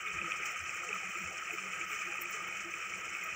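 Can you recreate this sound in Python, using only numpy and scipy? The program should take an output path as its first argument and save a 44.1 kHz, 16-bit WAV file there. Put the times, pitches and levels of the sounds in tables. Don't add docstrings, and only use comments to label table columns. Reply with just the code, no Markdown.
import sys
import numpy as np
from scipy import signal
from scipy.fft import rfft, irfft, next_fast_len
from scipy.io import wavfile

SR = 44100
rng = np.random.default_rng(int(sys.argv[2]) if len(sys.argv) > 2 else 0)


def gain_from_decibels(decibels):
    exponent = np.asarray(decibels, float) / 20
    return 10 ** exponent


def store_wav(level_fs):
    pcm = np.round(np.clip(np.atleast_2d(level_fs), -1, 1) * 32767)
    wavfile.write(sys.argv[1], SR, pcm.T.astype(np.int16))


N = 147735

# [f/Hz, level per Hz/dB]
RUMBLE_COLOUR = [(26, -37), (45, 6), (129, -6.5), (183, -2.5), (253, -9.5), (348, -4), (900, -9.5),
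                 (1050, -12), (1430, -27), (2420, -120)]
# [f/Hz, width/Hz, lift/dB]
HOLLOW_PEAKS = [(188.7, 20, 11), (232, 110, -4), (345, 34, 8), (398, 21, 5), (511, 23, 8), (650, 19.6, 10),
                (865, 360, 5)]
# [t/s, level/dB, f/Hz, length/s]
PLOPS = [(0.08, -62.5, 434, 0.058), (0.151, -57.5, 163, 0.03), (0.166, -49.5, 63, 0.063),
         (0.168, -62, 348, 0.038), (0.226, -63.0, 495.0, 0.033), (0.231, -58, 184, 0.059),
         (0.251, -58.5, 342, 0.093), (0.288, -59, 511, 0.025), (0.402, -63, 500.0, 0.033),
         (0.407, -60.5, 400.0, 0.025), (0.443, -62, 835, 0.03), (0.539, -64, 717, 0.032),
         (0.622, -56.5, 79.6, 0.056), (0.84, -59.5, 350.0, 0.035), (0.851, -62.5, 707, 0.065),
         (0.867, -62.0, 505, 0.1), (0.904, -67, 350.0, 0.022), (0.905, -56.5, 420, 0.033),
         (0.92, -65, 840, 0.04), (0.95, -62, 188, 0.056), (1.036, -64.0, 504, 0.051),
         (1.036, -56, 777, 0.022), (1.052, -58.5, 187, 0.063), (1.095, -57, 191, 0.019),
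         (1.169, -54.5, 355, 0.027), (1.225, -57.0, 190, 0.073), (1.257, -57, 81.5, 0.071),
         (1.287, -67, 627, 0.11), (1.323, -60, 620, 0.028), (1.332, -67.5, 783, 0.073),
         (1.509, -61, 710, 0.033), (1.543, -58, 430, 0.033), (1.544, -55, 348, 0.025),
         (1.65, -67, 530, 0.058), (1.711, -67, 182, 0.038), (1.761, -64.0, 520.0, 0.046),
         (1.815, -60.5, 345.0, 0.046), (1.934, -60.5, 427, 0.041), (2.087, -57, 345.0, 0.05),
         (2.121, -63.5, 818, 0.087), (2.142, -63, 512, 0.04), (2.264, -64.0, 345.0, 0.06),
         (2.354, -58, 430.0, 0.033), (2.43, -65.5, 186, 0.059), (2.451, -63, 430.0, 0.029),
         (2.58, -61.5, 190, 0.055), (2.672, -55, 344, 0.049), (2.729, -66.0, 513, 0.064),
         (2.95, -68, 101, 0.025), (3.33, -61.5, 180, 0.032)]
# [t/s, peak level/dB, length/s]
SQUEAKS = [
    (2.2102, -47, 0.0033),
    (2.229, -51, .012),
    (2.296, -54, 0.004),
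    (2.313, -45, .011),
    (2.478, -57, .012),
]
# [t/s, peak level/dB]
TICKS = [
    (2.215, -28.5),
    (2.309, -46),
    (2.4787, -52),
    (3.2379, -41.5),
]
# [f/Hz, level/dB, t60/s]
TICK_MODES = [(10050, -20, .025), (14210, -5, .03), (15350, -5, .02), (15700, -13, .02), (11400, -31, .02),
              (9300, -29, .03)]
# [t/s, peak level/dB, f/Hz]
POPS = [(0.1142, -28, 2470), (0.168, -38, 2530), (0.187, -27, 2430), (0.2144, -22.5, 2480),
        (0.2384, -38, 2460), (0.3186, -18, 2450), (0.431, -26, 2300), (0.4566, -23.5, 2440),
        (0.488, -28, 2600), (0.6928, -25.5, 2460), (0.889, -25, 2580), (0.928, -21.5, 2475),
        (1.0311, -27.5, 2400), (1.074, -30, 2386), (1.1536, -29, 2520), (1.2605, -28, 2530),
        (1.4553, -27, 2460), (1.506, -26.5, 2550), (1.5374, -29, 2240), (1.5832, -26.5, 2450),
        (1.66, -43, 2530), (1.733, -25, 2480), (1.8115, -27, 2350), (1.916, -27.5, 2390),
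        (2.0094, -37, 2160), (2.0275, -30, 2320), (2.1212, -29, 2420), (2.1403, -26.5, 2510),
        (2.1814, -29.5, 2510), (2.2553, -27, 2380), (2.337, -30, 2500), (2.4855, -34, 2330),
        (2.5242, -29, 2440), (2.5963, -32.5, 2400), (2.72, -39, 2460), (2.7379, -24, 2450),
        (2.9367, -29, 2290), (3.053, -31, 2480), (3.079, -28.5, 2270), (3.1495, -26.5, 2530),
        (3.2266, -29, 2220), (3.3251, -29.5, 2536)]
# [t/s, peak level/dB, f/Hz]
DEEP_POPS = [(0.2432, -29.5, 1293), (0.342, -35.5, 1233), (0.833, -29.5, 1300), (0.9384, -31, 1273),
             (0.9604, -28.5, 1273), (1.1545, -30, 1280), (1.4225, -28.5, 1307), (1.5824, -30.5, 1270),
             (1.6995, -36, 1300), (2.1872, -34, 1270), (2.262, -36, 1270), (2.4036, -32, 1238),
             (2.4352, -35, 1300), (2.4837, -34, 1250), (2.833, -39, 1270), (2.922, -33.5, 1260),
             (3.0457, -31.5, 1338), (3.292, -40, 1250)]
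# [t/s, peak level/dB, f/Hz]
CRACKLES = [
    (.0802, -44, 3540),
    (.3187, -38, 3220),
    (.328, -39, 3100),
]
# [t/s, pan level/dB, fizz level/dB]
HEAT = [
    (0.0, -39, -54),
    (0.45, -40.5, -52),
    (3.35, -41, -53),
]
# [t/s, level/dB]
FLURRIES = [(.116, -45.5), (.187, -43), (.24, -61), (0.388, -36.5), (.455, -40), (.49, -48), (.54, -43),
            (0.889, -42.5), (1.15, -60), (1.81, -41), (1.83, -52), (1.917, -39), (2.009, -38), (2.044, -45),
            (2.12, -45), (2.25, -48), (2.335, -40.5), (2.433, -40), (2.59, -43), (2.815, -42)]
# [t/s, peak level/dB]
SPITS = [(0.126, -40), (0.36, -40), (0.452, -33), (0.6688, -40.5), (0.8349, -39), (1.322, -42),
         (1.927, -40), (2.006, -40), (2.32, -40), (2.601, -39), (2.8902, -42)]
# [t/s, level/dB, length/s]
PUFFS = [
    (.462, -56, 0.022),
    (.63, -66, .015),
    (.745, -70, 0.028),
    (1.235, -67, .03),
    (1.535, -58, .03),
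    (1.92, -59, 0.081),
    (3.27, -62, .02),
]
# [f/Hz, level per Hz/dB]
PAN_COLOUR = [(560, -53.5), (950, -40), (1100, -15), (1250, -5), (1730, -9.5), (2460, -1), (3050, -16.5),
              (3360, -25), (4000, -39.5), (5200, -64), (8800, -120)]
# [f/Hz, width/Hz, lift/dB]
PAN_PEAKS = [(1270, 150, 9.5), (1603, 15, 9), (1843, 63, 1.5), (1928, 200, 4.5), (2225, 38, 8),
             (2494, 155, 5.5), (3034, 152, 12), (3540, 49, 7)]
# [f/Hz, level per Hz/dB]
FIZZ_COLOUR = [(2180, -58), (3700, -23), (4670, -15), (5680, 0.5), (6570, 2.5), (7130, 4.5), (7600, -0.5),
               (9000, -19), (11000, -31), (14300, -64), (22000, -120)]
# [f/Hz, width/Hz, lift/dB]
FIZZ_PEAKS = [(4215, 110, 8), (5330, 300, 4), (6626, 130, -11), (10070, 61, 7.5)]
# [f/Hz, level per Hz/dB]
AIR_COLOUR = [(6180, -37), (10500, -29), (10900, -20), (13500, -21), (14900, -6.5), (15600, -6),
              (15900, -13)]
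# [f/Hz, width/Hz, lift/dB]
AIR_PEAKS = [(14210, 120, 4), (15350, 150, 5), (15560, 60, -6), (10800, 600, -4)]

RUMBLE_DB, AIR_DB = -54, -71.5
PLOP_BEND_HZ_PER_S, PLOP_WOBBLE_DB, PLOP_WAVER_RAD = 350, 2.0, 0.6
SQUEAK_HZ = 15350
TICK_DELAY_S, TICK_CONTACT_S = 0.0003, 0.0009
POP_RISE_S, POP_FALL_CYCLES, POP_DB = 0.0015, 5.9, -4
POP_KNOCK_DB = -3
BURST_RISE_S, FLURRY_FALL_S = 0.003, 0.032
SPIT_FALL_S, SPIT_DB = 0.018, -7
LOW_CUT_HZ, HIGH_CUT_HZ = 79, 15680


def rms_one(x):
    return x / np.sqrt(np.mean(x ** 2) + 1e-20)


def drift(rate_hz):
    r = np.exp(-2 * np.pi * rate_hz / SR)
    slow = signal.lfilter([1], [1, -2 * r, r * r], rng.standard_normal(N + SR))
    return rms_one(slow[SR:])


def colour(x, spectrum, peaks):
    size = next_fast_len(N + SR // 2, real=True) // 2 * 2
    hz = np.maximum(np.arange(size // 2 + 1) * SR / size, 1)
    at, db = np.transpose(spectrum)
    db = np.interp(np.log(hz), np.log(at), db)
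    outside = np.log(np.maximum(at[0] / hz, hz / at[-1]))
    db = db - 40 * np.clip(20 * outside, 0, 1)
    for peak_hz, width_hz, lift_db in peaks:
        db = db + lift_db / (1 + (2 * (hz - peak_hz) / width_hz) ** 2)
    gain = gain_from_decibels(db)
    cepstrum = irfft(np.log(gain / np.sqrt(np.mean(gain ** 2))), size)
    cepstrum[1:size // 2] *= 2
    cepstrum[size // 2 + 1:] = 0
    return irfft(rfft(x, size) * np.exp(rfft(cepstrum)), size)[:N]


def grains(rate, spread_db, share, flicker_db, flicker_hz):
    clumps = gain_from_decibels(flicker_db * drift(flicker_hz))
    sizes = gain_from_decibels(spread_db * np.minimum(rng.exponential(1, N), 5)) * rng.choice([-1, 1], N)
    clicks = rms_one(sizes * (rng.random(N) < rate / SR))
    smooth = rng.standard_normal(N)
    return rms_one(clumps * (share * clicks + np.sqrt(1 - share ** 2) * smooth))


def bubbles(rate, low_hz, high_hz, cycles, count):
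    sizes = gain_from_decibels(2.56 * np.minimum(rng.exponential(1, N), 3)) * (rng.random(N) < rate / SR)
    dealt = rng.integers(0, count, N)
    out = 0
    for k, hz in enumerate(np.geomspace(low_hz, high_hz, count)):
        r, w = gain_from_decibels(-60 * hz / (cycles * SR)), 2 * np.pi * hz / SR
        pole = [1, 0, -1, 1, -2 * r * np.cos(w), r * r]
        ring = signal.sosfilt([pole, pole], sizes * (dealt == k) + 1e-18)
        out = out + np.sqrt(hz) * rms_one(ring)
    return rms_one(out) * np.sqrt(2 * (high_hz - low_hz) / SR)


def strikes(s, db):
    out = np.zeros(N)
    out[(np.asarray(s) * SR).astype(int)] = gain_from_decibels(db)
    return out


def swells(rows):
    t = np.arange(N) / SR
    return [gain_from_decibels(db) * np.exp(-(2 * (t - s) / length) ** 2) for s, db, length in rows]


def bursts(s, db, fall_s):
    rise, fall = np.exp(-1 / (BURST_RISE_S * SR)), np.exp(-1 / (fall_s * SR))
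    stages = [[1, 0, 0, 1, -fall, 0], [1 - rise, 0, 0, 1, -rise, 0]]
    return signal.sosfilt(stages, strikes(s, db) + 1e-18)


def rumble():
    lumps = gain_from_decibels(-3.0) * grains(120, 3.5, 0.2, 1.8, 8.0)
    blurps = gain_from_decibels(-7.0) * bubbles(260, 60, 1100, 14, count=26)
    return gain_from_decibels(RUMBLE_DB - 1.2) * colour(lumps + blurps, RUMBLE_COLOUR, HOLLOW_PEAKS)


def plops():
    t = np.arange(N) / SR
    bells = swells([(s, db + 7.5, length) for s, db, _, length in PLOPS])
    bends = PLOP_BEND_HZ_PER_S * rng.standard_normal(len(PLOPS))
    waver = PLOP_WAVER_RAD * drift(24)
    tones = np.zeros(N)
    for bell, bend, (s, _, hz, _) in zip(bells, bends, PLOPS):
        phase = 2 * np.pi * (t - s) * (hz + bend * (t - s) / 2)
        tones += bell * np.sin(phase + waver)
    return tones * gain_from_decibels(PLOP_WOBBLE_DB * drift(24))


def squeaks():
    return sum(swells(SQUEAKS)) * np.sin(2 * np.pi * SQUEAK_HZ * np.arange(N) / SR)


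def ticks():
    s, db = np.transpose(TICKS)
    contact = np.exp(-1 / (TICK_CONTACT_S * SR))
    out = np.zeros(N)
    for hz, level_db, t60 in TICK_MODES:
        w, ring = 2 * np.pi * hz / SR, gain_from_decibels(-60 / (t60 * SR))
        poles = [[np.sin(w), 0, 0, 1, -2 * r * np.cos(w), r * r] for r in (ring, contact)]
        hits = strikes(s + TICK_DELAY_S, db + level_db) + 1e-18
        out += 2 * (1 - contact) * signal.sosfilt(poles, hits)
    return out


def pops():
    out, t = np.zeros(N + SR), np.arange(1500) / SR
    for s, db, hz in [*POPS, *DEEP_POPS, *CRACKLES]:
        shape = (1 - np.exp(-(t / POP_RISE_S) ** 2)) * np.exp(-t * hz / POP_FALL_CYCLES)
        i = int(s * SR)
        out[i:i + len(t)] += gain_from_decibels(db + POP_DB) * shape / shape.max() * np.sin(2 * np.pi * hz * t)
    return out[:N]


def spray(swell):
    mist = gain_from_decibels(AIR_DB + 3.0 + 1.1 * swell) * grains(1500, 3.4, 0.5, 1.9, 25)
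    puffs = sum(swells(PUFFS)) * rng.standard_normal(N)
    return colour(mist + puffs, AIR_COLOUR, AIR_PEAKS)


def surface_fizz(level_db, swell):
    fine = gain_from_decibels(-1.5) * grains(2500, 6.0, 0.21, 1.18, 7.3)
    rings = gain_from_decibels(-4.5) * bubbles(350, 3433, 10920, 62, count=24)
    high_rings = gain_from_decibels(-5.5 + 4.65 * drift(7.8)) * bubbles(300, 7755, 10420, 67, count=8)
    fizz = gain_from_decibels(level_db - 0.5 + 1.3 * swell) * (fine + rings + high_rings)
    s, db = np.transpose(SPITS)
    spits = bursts(s, db + SPIT_DB, SPIT_FALL_S) * rng.standard_normal(N)
    return colour(fizz + spits, FIZZ_COLOUR, FIZZ_PEAKS)


def pan_hiss(level_db, swell):
    flurries = bursts(*np.transpose(FLURRIES), FLURRY_FALL_S)
    vigour = np.hypot(gain_from_decibels(level_db - 1.3 + 0.75 * swell), flurries)
    fine = gain_from_decibels(-0.5) * grains(1200, 4.3, 0.27, 1.0, 52)
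    rings = gain_from_decibels(-6.0) * bubbles(700, 1055, 3980, 16, count=20)
    s, db, _ = np.transpose(POPS)
    knocks = strikes(s, db + POP_KNOCK_DB)
    return colour(vigour * (fine + rings) + knocks, PAN_COLOUR, PAN_PEAKS)


def simmer():
    s, pan_db, fizz_db = np.transpose(HEAT)
    t, swell = np.arange(N) / SR, drift(18.0)
    fizz = surface_fizz(np.interp(t, s, fizz_db), swell)
    pan = pan_hiss(np.interp(t, s, pan_db), swell)
    return spray(swell) + fizz + pan


def scene():
    return (rumble() + plops() + squeaks() + ticks() + pops() + simmer())[None]


def roll_off(x):
    return signal.sosfilt(signal.butter(12, 16690, fs=SR, output="sos"), x)


def record(dry):
    top_cut = signal.ellip(12, 0.3, 70, HIGH_CUT_HZ, fs=SR, output="sos")
    low_cut = signal.butter(4, LOW_CUT_HZ, "high", fs=SR, output="sos")
    mix = signal.sosfilt(low_cut, signal.sosfilt(top_cut, dry)) + gain_from_decibels(-90) * drift(13)
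    return roll_off(mix)


dry = scene()
out = record(dry)
store_wav(out)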